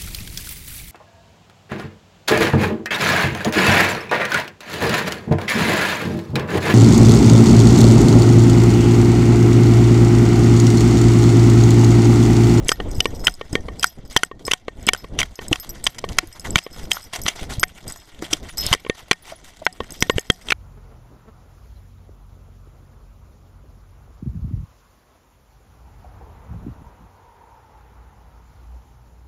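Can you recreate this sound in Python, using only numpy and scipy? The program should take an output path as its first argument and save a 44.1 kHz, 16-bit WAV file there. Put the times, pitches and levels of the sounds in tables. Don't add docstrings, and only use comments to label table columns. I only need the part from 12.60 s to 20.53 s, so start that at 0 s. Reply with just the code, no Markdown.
import sys
import numpy as np
from scipy import signal
from scipy.fft import rfft, irfft
from scipy.io import wavfile
from scipy.ndimage import uniform_filter1d

SR = 44100
rng = np.random.default_rng(int(sys.argv[2]) if len(sys.argv) > 2 else 0)


def wav_out(sig):
    wavfile.write(sys.argv[1], SR, np.round(np.clip(np.atleast_2d(sig).T, -1, 1) * 32767).astype(np.int16))


N = 349713
CONTROL_TIMES_S = np.arange(0, N + 64, 64) / SR


def gain_of(db):
    return 10 ** (np.asarray(db) / 20)


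def unit_rms(x):
    return x / np.sqrt(np.mean(x ** 2) + 1e-20)


def unit_peak(x, window_ms):
    power = uniform_filter1d(x ** 2, max(round(window_ms * SR / 1000), 1))
    return x / np.sqrt(2 * power.max() + 1e-20)


def add(mix, start_s, sound):
    part = mix[round(start_s * SR):][:len(sound)]
    part += sound[:len(part)]


def lowpass(x, cutoff_hz):
    return signal.sosfiltfilt(signal.butter(2, cutoff_hz, fs=SR, output="sos"), x)


def coloured(x, spectrum):
    bin_hz = np.fft.rfftfreq(N, 1 / SR)
    freq_hz, level_db = np.transpose(spectrum)
    curve_db = np.interp(np.log(bin_hz + 1), np.log(freq_hz + 1), level_db)
    return unit_rms(irfft(rfft(x) * gain_of(curve_db), N))


def flutter(depth_db, window_ms):
    width = round(window_ms * SR / 1000)
    wander = uniform_filter1d(uniform_filter1d(rng.standard_normal(N), width), width)
    return gain_of(depth_db * unit_rms(wander))


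def slips(rate_per_s, fall_ms):
    kicks = rng.random(N) * (rng.random(N) < rate_per_s / SR)
    level = signal.lfilter([1], [1, -np.exp(-1000 / (fall_ms * SR))], kicks)
    return level - level.mean()


def swells(rows, rise_db_per_s, fall_db_per_s, rest_db):
    power = gain_of(rest_db) ** 2
    for peak_s, level_db, hold_s in rows:
        rise_db = rise_db_per_s * np.maximum(peak_s - CONTROL_TIMES_S, 0)
        fall_db = fall_db_per_s * np.maximum(CONTROL_TIMES_S - peak_s - hold_s, 0)
        power = power + gain_of(level_db - rise_db - fall_db) ** 2
    return np.interp(np.arange(N) / SR, CONTROL_TIMES_S, np.sqrt(power))


def ring(modes, samples, spread_db, rise_ms):
    pitch_hz, level_db, t60_s = np.transpose(modes)[:, :, None]
    t = np.arange(samples) / SR
    share_db = spread_db * rng.standard_normal((len(modes), 1))
    rise = 1 - np.exp(-t * 1000 / rise_ms)
    return rise * gain_of(level_db + share_db - 60 * t / t60_s) * np.sin(2 * np.pi * pitch_hz * t)


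def detuned(modes, spread):
    return modes * (1 + [spread, 0, 0] * rng.standard_normal((len(modes), 1)))


def emphasis(modes, centre_hz, log_width):
    pitch_hz = np.array(modes)[:, :1]
    return np.exp(-(np.log(pitch_hz / centre_hz) / log_width) ** 2)


# freq_hz, level_db
GRIT_SPECTRUM = [(180, -27.5), (300, -32), (667, 3.5), (1080, -5), (2030, -6.5), (2700, -13.5), (3400, -1),
                 (4400, -6.5), (6620, -8), (13300, -18), (15200, -22.5), (16000, -44)]


def hiss():
    return gain_of(-79) * coloured(rng.standard_normal(N), GRIT_SPECTRUM)


# time_s, level_db
FUR_RUB = [(1.2, -56), (1.7, -70.5), (2.099, -64), (2.702, -56.5)]
# peak_s, level_db, hold_s
PAW_STEPS = [(.06, -44.5, 0.06), (.22, -54, 0.29), (.64, -46.5, 0.049), (.928, -42, 0.005),
             (1.245, -40.5, 0.0048), (1.5, -51.5, 0.15), (1.795, -56, 0.033), (1.87, -44, 0.065),
             (2.17, -56.5, 0.25), (2.59, -34.5, 0.021), (2.815, -39, 0.0058), (2.915, -42, 0.041),
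             (3.03, -44, 0.0083), (3.15, -47, 0.0085), (3.24, -44, 0.039), (3.49, -51, 0.15),
             (3.755, -46.5, 0.0082), (3.849, -33.5, 0.0049), (3.955, -33, 0.0066), (4.175, -47.5, 0.047),
             (4.31, -41.5, 0.072), (4.535, -33.5, 0.015), (4.66, -34, 0.041), (4.76, -44.5, 0.086),
             (4.898, -35.5, 0.037), (5.15, -51, 0.024), (5.27, -48.5, 0.057), (5.623, -42.5, 0.03),
             (5.71, -35, 0.026), (5.83, -48.5, 0.077), (5.975, -42.5, 0.027), (6.03, -36.5, 0.097),
             (6.375, -46, 0.028), (6.67, -44.5, 0.043), (6.845, -47.5, 0.04), (7.29, -53, 0.16),
             (7.56, -44.5, 0.013), (7.87, -45, 0.069)]
PAW_FALL_DB_PER_S = 365


def snow_crunch():
    crack_db = 5 * np.minimum(rng.exponential(1, N), 5)
    cracks = gain_of(crack_db) * (rng.random(N) < 800 / SR) * rng.choice([-1, 1], N)
    grit = coloured(.7 * unit_rms(cracks) + rng.standard_normal(N), GRIT_SPECTRUM)
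    housing = ring(HOUSING_MODES, samples=2000, spread_db=0, rise_ms=.1).sum(0)
    rustle = signal.oaconvolve(rng.standard_normal(N), housing / np.linalg.norm(housing))[:N]
    frames = signal.stft(grit + .95 * rustle, nperseg=256)[2]
    drift = uniform_filter1d(rng.standard_normal(frames.shape), size=9, axis=0)
    drift = uniform_filter1d(drift, size=7, axis=1)
    texture = signal.istft(frames * gain_of(3 * unit_rms(drift)), nperseg=256)[1][:N]
    fur_db = np.interp(CONTROL_TIMES_S, *np.transpose(FUR_RUB))
    force = swells(PAW_STEPS, rise_db_per_s=2300, fall_db_per_s=PAW_FALL_DB_PER_S, rest_db=fur_db)
    force *= gain_of(9 * slips(rate_per_s=70, fall_ms=6))
    dull = lowpass(texture, cutoff_hz=6760)
    crispness = np.minimum(force / gain_of(-48), 1) ** .33
    return force * (dull + crispness * (texture - dull))


def ice_skid(peak_s, level_db, hold_s):
    band = signal.butter(2, (2930, 4540), "bandpass", fs=SR, output="sos")
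    friction = unit_rms(signal.sosfilt(band, rng.standard_normal(N)))
    envelope = swells([(peak_s, level_db, hold_s)],
                      rise_db_per_s=400, fall_db_per_s=PAW_FALL_DB_PER_S, rest_db=-120)
    return envelope * flutter(depth_db=3, window_ms=3) * friction


# freq_hz, level_db
WIND_SPECTRUM = [(15, 0), (45, -1), (120, -9.5), (300, -14.5), (700, -23), (1500, -43), (4000, -78)]
# peak_s, level_db, hold_s
STRIDE_GUSTS = [(0, -27.5, 0.068), (.2, -26.5, 0.24), (.52, -29.5, 0.19), (.945, -32, 0.16),
                (1.1, -36, .12), (1.45, -40, 0.089), (1.85, -39, 0.048), (2.16, -38, 0.15),
                (2.54, -34, 0.11), (2.85, -35, 0.076), (3.15, -33.5, 0.1), (3.51, -33.5, 0.1),
                (3.88, -34, 0.065), (4.23, -36, 0.082), (4.6, -38, 0.076), (4.8, -36, 0.22),
                (5.28, -34.5, 0.047), (5.65, -37, 0.23), (6.04, -34.5, 0.026), (7.23, -39.5, 0.32),
                (7.9, -36.5, 0.041)]


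def wind_buffet():
    air = flutter(depth_db=4.46, window_ms=22.8) * coloured(rng.standard_normal(N), WIND_SPECTRUM)
    rumble = lowpass(air, cutoff_hz=108)
    rumble_gain = swells(STRIDE_GUSTS, rise_db_per_s=121, fall_db_per_s=188, rest_db=-51.5)
    rush_gain = swells(STRIDE_GUSTS, rise_db_per_s=121, fall_db_per_s=1200, rest_db=-51.5)
    return rumble_gain * rumble + rush_gain * (air - rumble)


# start_s, level_db, pitch_hz
PAW_THUDS = [(.928, -14, 298), (2.268, -18.5, 220), (2.913, -6.5, 307), (3.63, -19.5, 330),
             (5.623, -16.5, 330), (5.728, -13.5, 312), (6.721, -21.5, 655), (7.017, -25.5, 630)]


def paw_thuds(t60_s=.046):
    out = np.zeros(N)
    for start_s, level_db, pitch_hz in PAW_THUDS:
        note = ring([(pitch_hz, level_db, t60_s)], samples=2500, spread_db=0, rise_ms=1.96)[0]
        add(out, start_s, note)
    return out * flutter(depth_db=4, window_ms=1)


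# centre_s, level_db, pitch_hz
CHEST_THUMPS = [(0.385, -7.5, 65), (0.932, -15, 101), (2.914, -12, 108), (3.962, -8.5, 124),
                (4.657, -17, 106), (4.986, -12.5, 76.4), (6.117, -10, 85), (7.426, -5, 131),
                (7.565, -9.5, 77.5), (7.702, -5, 120)]


def chest_thumps():
    out = np.zeros(N)
    t = np.arange(-SR // 20, SR // 20) / SR
    for centre_s, level_db, pitch_hz in CHEST_THUMPS:
        cycles = t * pitch_hz
        pulse = -np.cos(2 * np.pi * cycles + .41) * np.exp(-(cycles / .26) ** 2)
        add(out, centre_s + t[0], gain_of(level_db) * pulse)
    return out


# pitch_hz, level_db, t60_s
SMALL_TAG_MODES = [(10400, 0, .09), (11800, -14, .06), (15100, -20, .12)]
# start_s, level_db
SMALL_TAG_TOUCHES = [(5.9, -46), (6.288, -45), (6.623, -41), (6.757, -49)]


def small_tag():
    out = np.zeros(N)
    for start_s, level_db in SMALL_TAG_TOUCHES:
        ping = ring(SMALL_TAG_MODES, samples=5000, spread_db=4, rise_ms=.5).sum(0)
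        add(out, start_s, gain_of(level_db) * ping)
    return out * flutter(depth_db=4, window_ms=3)


# pitch_hz, level_db, t60_s
TAG_MODES = [(4910, -3, .06), (5157, 0, .15), (5809, -2, .09), (12240, -13, .12), (12860, -4, .28),
             (13850, -7, .08)]
# pitch_hz, level_db, t60_s
TICK_MODES = [(5170, -4.5, 0.02), (6580, -2, 0.016), (8010, 8, 0.011), (10100, -1, 0.0034),
              (13760, -5, 0.0055)]


def clink(start_s, tick_db, ring_re_tick_db, lead_hz):
    partials = ring(TAG_MODES, samples=7000, spread_db=4, rise_ms=.1)
    tick = ring(detuned(TICK_MODES, .02), samples=700, spread_db=7, rise_ms=.08).sum(0)
    tick = unit_peak(tick, window_ms=1)
    hang, bounce_delay, bounce = rng.random(3)
    next_jolt_s = min((row[0] for row in housing_hits() if row[0] > start_s + .008), default=np.inf)
    free_s = min(next_jolt_s - start_s, .015 + .04 * hang)
    pressed_s = np.maximum(np.arange(7000) / SR - free_s, 0)
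    damping_db_per_s = np.where(np.array(TAG_MODES)[:, :1] < 8000, 3000, 450)
    brush_db = np.repeat(4 * rng.standard_normal((len(TAG_MODES), 28)), 250, axis=1)
    brush_db = uniform_filter1d(brush_db, size=150)
    lead_db = 8 * emphasis(TAG_MODES, lead_hz, log_width=.02)
    ringing = (partials * gain_of(brush_db + lead_db - damping_db_per_s * pressed_s)).sum(0)
    sound = gain_of(ring_re_tick_db) * unit_peak(ringing, window_ms=5)
    add(sound, 0, tick)
    add(sound, .003 + .012 * bounce_delay, .5 * bounce ** 2 * tick)
    return gain_of(tick_db) * sound


# start_s, tick_db, ring_re_tick_db, lead_hz
TAG_CLINKS = [(0.084, -8.5, -37, 4910.0), (0.3138, -32, -7, 5157.0), (0.3527, -32.0, -10, 4910.0),
              (0.4408, -41, -17.0, 5157.0), (0.595, -38.0, -5, 5157.0), (0.6465, -23.5, -5, 5157.0),
              (0.6516, -20, -29, 12860.0), (0.6967, -30, -18.0, 5157.0), (0.7403, -30, -33, 5809.0),
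              (0.9293, -22.5, -16.0, 5157.0), (1.1957, -22.5, -7, 4910.0), (1.5274, -32, -20, 13850.0),
              (1.6485, -28.5, -22, 5809.0), (1.8664, -19.5, -24.0, 5809.0), (2.2674, -12.5, -13, 5157.0),
              (2.376, -38, -2, 5157.0), (2.7562, -32, -10, 5809.0), (2.8826, -20.5, -28, 12860.0),
              (2.999, -26, -4.5, 12860.0), (3.0926, -25, -4, 5809.0), (3.2413, -14.0, -36, 5157.0),
              (3.255, -22, -16, 5809.0), (3.3005, -42.0, -6, 12860.0), (3.673, -32.5, -18, 12860.0),
              (3.7272, -35, -4, 4910.0), (3.7967, -26, -8.5, 5157.0), (3.9063, -16, -28.0, 12860.0),
              (4.311, -21, -10, 13850.0), (4.3325, -18, -15, 5809.0), (4.6166, -23.0, -11, 12860.0),
              (4.6355, -23, -17, 5157.0), (4.9301, -35, -21, 12860), (4.9966, -16.5, -12, 12860),
              (5.0819, -36, -23, 12860), (5.2794, -23, -8.5, 4910.0), (5.2996, -26, -24, 4910.0),
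              (5.3226, -22, -37.0, 12240.0), (5.9725, -26.5, -1, 5157), (5.9811, -15.5, -2, 5157.0),
              (6.0085, -23, 2, 5157.0), (6.065, -10, -26, 4910.0), (6.2022, -41, -18.0, 12860),
              (7.053, -29, -27, 4910.0), (7.127, -33, -28, 12240.0), (7.3065, -26.5, -28, 4910.0),
              (7.3219, -24.5, -25, 12860.0), (7.362, -43, -11, 5157.0), (7.4063, -20.5, -8, 5809.0),
              (7.508, -28, -13, 4910.0), (7.594, -20, -29, 12860), (7.6115, -34, -30.0, 12860.0),
              (7.7192, -28.0, -20.0, 4910.0)]
# start_s, end_s, level_db
TAG_RATTLES = [(0.016, 0.138, -23.5), (0.284, 0.755, -37), (1.178, 1.302, -28.5), (1.447, 1.557, -38.5),
               (1.849, 1.91, -28), (2.201, 2.25, -38.5), (2.742, 3.123, -51), (3.806, 4.045, -40),
               (4.102, 4.456, -38), (5.262, 5.455, -37.5), (7.275, 7.901, -44.5)]


def collar_tags(rattle_per_s=85):
    out = np.zeros(N)
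    for row in TAG_CLINKS:
        add(out, row[0], clink(*row))
    strays = (.0064, N / SR, -54.5)
    for start_s, end_s, level_db in TAG_RATTLES + [strays]:
        count = min(round(rattle_per_s * (end_s - start_s)), 100)
        for place, softness, sustain, mode in rng.random((count, 4)):
            time_s = start_s + place * (end_s - start_s)
            lead_hz = TAG_MODES[int(mode * 3)][0]
            add(out, time_s, clink(time_s, level_db + 3 - 18 * softness, -20 + 20 * sustain, lead_hz))
    return out


# pitch_hz, level_db, t60_s
BRACKET_MODES = [(176, -38, 0.19), (739, -30, 0.13), (1841, -27.5, 0.09), (3200, -41, 0.06)]


def bracket_ring(dull_db):
    sharp_drive, dull_drive = .55, 3.5 * gain_of(dull_db)
    is_high = np.array(BRACKET_MODES)[:, 0] > 1000
    drive = np.where(is_high, np.hypot(sharp_drive, dull_drive), sharp_drive)
    return drive @ ring(BRACKET_MODES, samples=5000, spread_db=3, rise_ms=1)


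def contact_force(chatter_ms, samples=1500, rebounds_per_s=1100):
    t_ms = np.arange(samples) * 1000 / SR
    rebound_end_ms = max(chatter_ms - 2.2, .3)
    rebounds = (rng.random(samples) < rebounds_per_s / SR) * (t_ms < rebound_end_ms)
    buzz = gain_of(-5 * np.maximum(t_ms - rebound_end_ms, 0))
    force = (.5 * rebounds + .08 * buzz) * rng.standard_normal(samples)
    force[0] = .47
    return force


# start_s, level_db, dull_db, bright_db, chatter_ms, spot_hz
HARD_KNOCKS = [(.0915, -2, -11, -4, 1.8, 3570), (.1176, -6, -6.5, -5.5, 5.6, 1680),
               (.4041, -4.5, -19, -4, 3.86, 3100), (.4561, -6.5, -4, -13, 2, 1032),
               (.6696, 2, -33.5, -9.5, 3.9, 3000), (.6802, -5, -27, -18, 2.2, 1710),
               (.954, -6, -1, -14, 1.9, 1720), (1.228, -10.5, -33, -4.5, 8.7, 3000),
               (1.2427, 0.5, -71, -5, 1.6, 1410), (1.5642, 1.5, -12, -8.5, 4.4, 3580),
               (1.5723, -10, -30, 1, 2.7, 3140), (1.6336, -4, -20, -7, 2.15, 1630),
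               (1.9126, -5.5, -15.5, -7, 7.4, 2890), (1.935, -4.5, -42, -5, 2.2, 3450),
               (2.2729, -12.5, -11, -15, 16.3, 3200), (2.2878, 2.5, -15, -10.5, 4.13, 2460),
               (2.3343, -9, -10, 0.5, 2, 3470), (2.3477, -19, -29, -8, 2, 1440),
               (2.5891, -9, -17, -2.5, 7.7, 2940), (2.6003, -13, -28, -2, 10.3, 3080),
               (2.615, -10, -26, -31, 4.9, 1950), (2.6295, -12.5, -22, -10, 5.2, 3500),
               (2.9283, -3.5, -19, -10, 5.4, 2600), (2.958, -20, -28, -4.5, 2.5, 3000),
               (3.2663, -5.5, -43, -7, 8, 3000), (3.3841, -27.5, -29, 1, 9.6, 4220),
               (3.4895, -26, -20, 0, 2.3, 3200), (3.585, -2, -41, -2, 4.94, 3900),
               (3.9573, 2.5, -24, -9.5, 3, 2344), (3.9807, -14, -27, -5, 11.5, 3020),
               (4.3157, -5.5, -22, -7, 3.64, 3020), (4.3691, -19, -39, -30, 1.9, 1486),
               (4.6641, -11, -21, -21, 3.15, 3480), (4.6813, -9.5, -48, -2, 9.26, 3300),
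               (5.0315, -3, -59, -9.5, 2, 1425), (5.0362, -1.5, -45, -7, 2, 2270),
               (5.7297, -9, -22, 0.5, 7.2, 3100), (6.128, -1.5, -41, -8, 4.4, 3540),
               (6.1353, -7.5, -34, -4.5, 5.7, 3330), (6.1482, -17.5, -2.5, -6, 3.1, 1820),
               (6.2976, -10.5, 2.5, -14.5, 3.6, 1015), (6.512, 0, -11, -9, 7.4, 3650),
               (6.5304, -18.5, -18.5, -5.5, 4, 2250), (7.0659, 1, -31, -46, 2.2, 1470),
               (7.4246, 0.5, -13.5, -5, 1.8, 3500), (7.4974, -3.5, -0.5, -16, 4.4, 1050),
               (7.5822, -9.5, -0.5, -12.5, 1.6, 2450), (7.7009, 0, -9, -13, 1.7, 3480),
               (7.886, -17, -14, -12, 3.1, 3100), (7.9035, -7.5, -33, -11, 6.4, 2440),
               (7.9204, -5.5, -13.5, -16, 6.3, 2440)]
# start_s, level_db
SOFT_BUMPS = [(0.2011, -19), (0.812, -22), (1.0841, -24.5), (1.714, -28), (1.8801, -17.5), (2.082, -19.5),
              (2.444, -28), (2.79, -24.5), (3.4406, -18), (4.065, -26), (6.249, -30.5), (6.2642, -27),
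              (7.204, -18)]


def housing_hits():
    dull_db, bright_db, chatter_ms, spot_hz = 3.5, -29, 5, 1070
    return sorted(HARD_KNOCKS + [(*row, dull_db, bright_db, chatter_ms, spot_hz) for row in SOFT_BUMPS])


# pitch_hz, level_db, t60_s
HOUSING_MODES = [(452, -0.5, 0.015), (1126, 1.5, 0.017), (1494, 10, 0.0092), (2030, 17.5, 0.0064),
                 (2260, 3.5, 0.016), (2740, 18, 0.0042), (3114, 6.5, 0.013), (4055, -4.5, 0.015),
                 (5045, 8.5, 0.0076), (5920, 18.5, 0.0032), (6760, 6, 0.0048), (7480, 7.5, 0.0033),
                 (9480, 5, 0.0049), (12900, -6, 0.0073)]


def housing_knocks():
    out = np.zeros(N)
    for start_s, level_db, dull_db, bright_db, chatter_ms, spot_hz in housing_hits():
        force = contact_force(chatter_ms)
        modes = detuned(HOUSING_MODES, .022)
        pitch_hz = modes[:, 0]
        partials = ring(modes, samples=1800, spread_db=2, rise_ms=.12)
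        partials *= gain_of(16.8 * emphasis(modes, spot_hz, log_width=.14))
        bands = (0, 800, dull_db, force[:40]), (800, 4500, 0, force), (4500, SR, bright_db, force)
        for low_hz, high_hz, band_db, drive in bands:
            response = partials[(pitch_hz > low_hz) & (pitch_hz <= high_hz)].sum(0)
            knock = unit_peak(signal.oaconvolve(drive, response), window_ms=2.5)
            add(out, start_s, gain_of(level_db + band_db) * knock)
        add(out, start_s, gain_of(level_db) * bracket_ring(dull_db))
    return out


def scene():
    collar = housing_knocks() + collar_tags() + small_tag() + chest_thumps()
    strides = paw_thuds() + wind_buffet() + snow_crunch()
    skid = ice_skid(peak_s=6.04, level_db=-32.5, hold_s=.045)
    return (collar + strides + skid + hiss())[None]


def record(dry):
    saturated = dry / (1 + dry ** 4) ** .25
    dulled = signal.sosfilt(signal.butter(4, 15000, fs=SR, output="sos"), saturated)
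    band_limit = signal.firwin(511, 16300, window=("kaiser", 9), fs=SR)
    return signal.oaconvolve(dulled, band_limit[None], "same")


dry = scene()
out = record(dry)
wav_out(out)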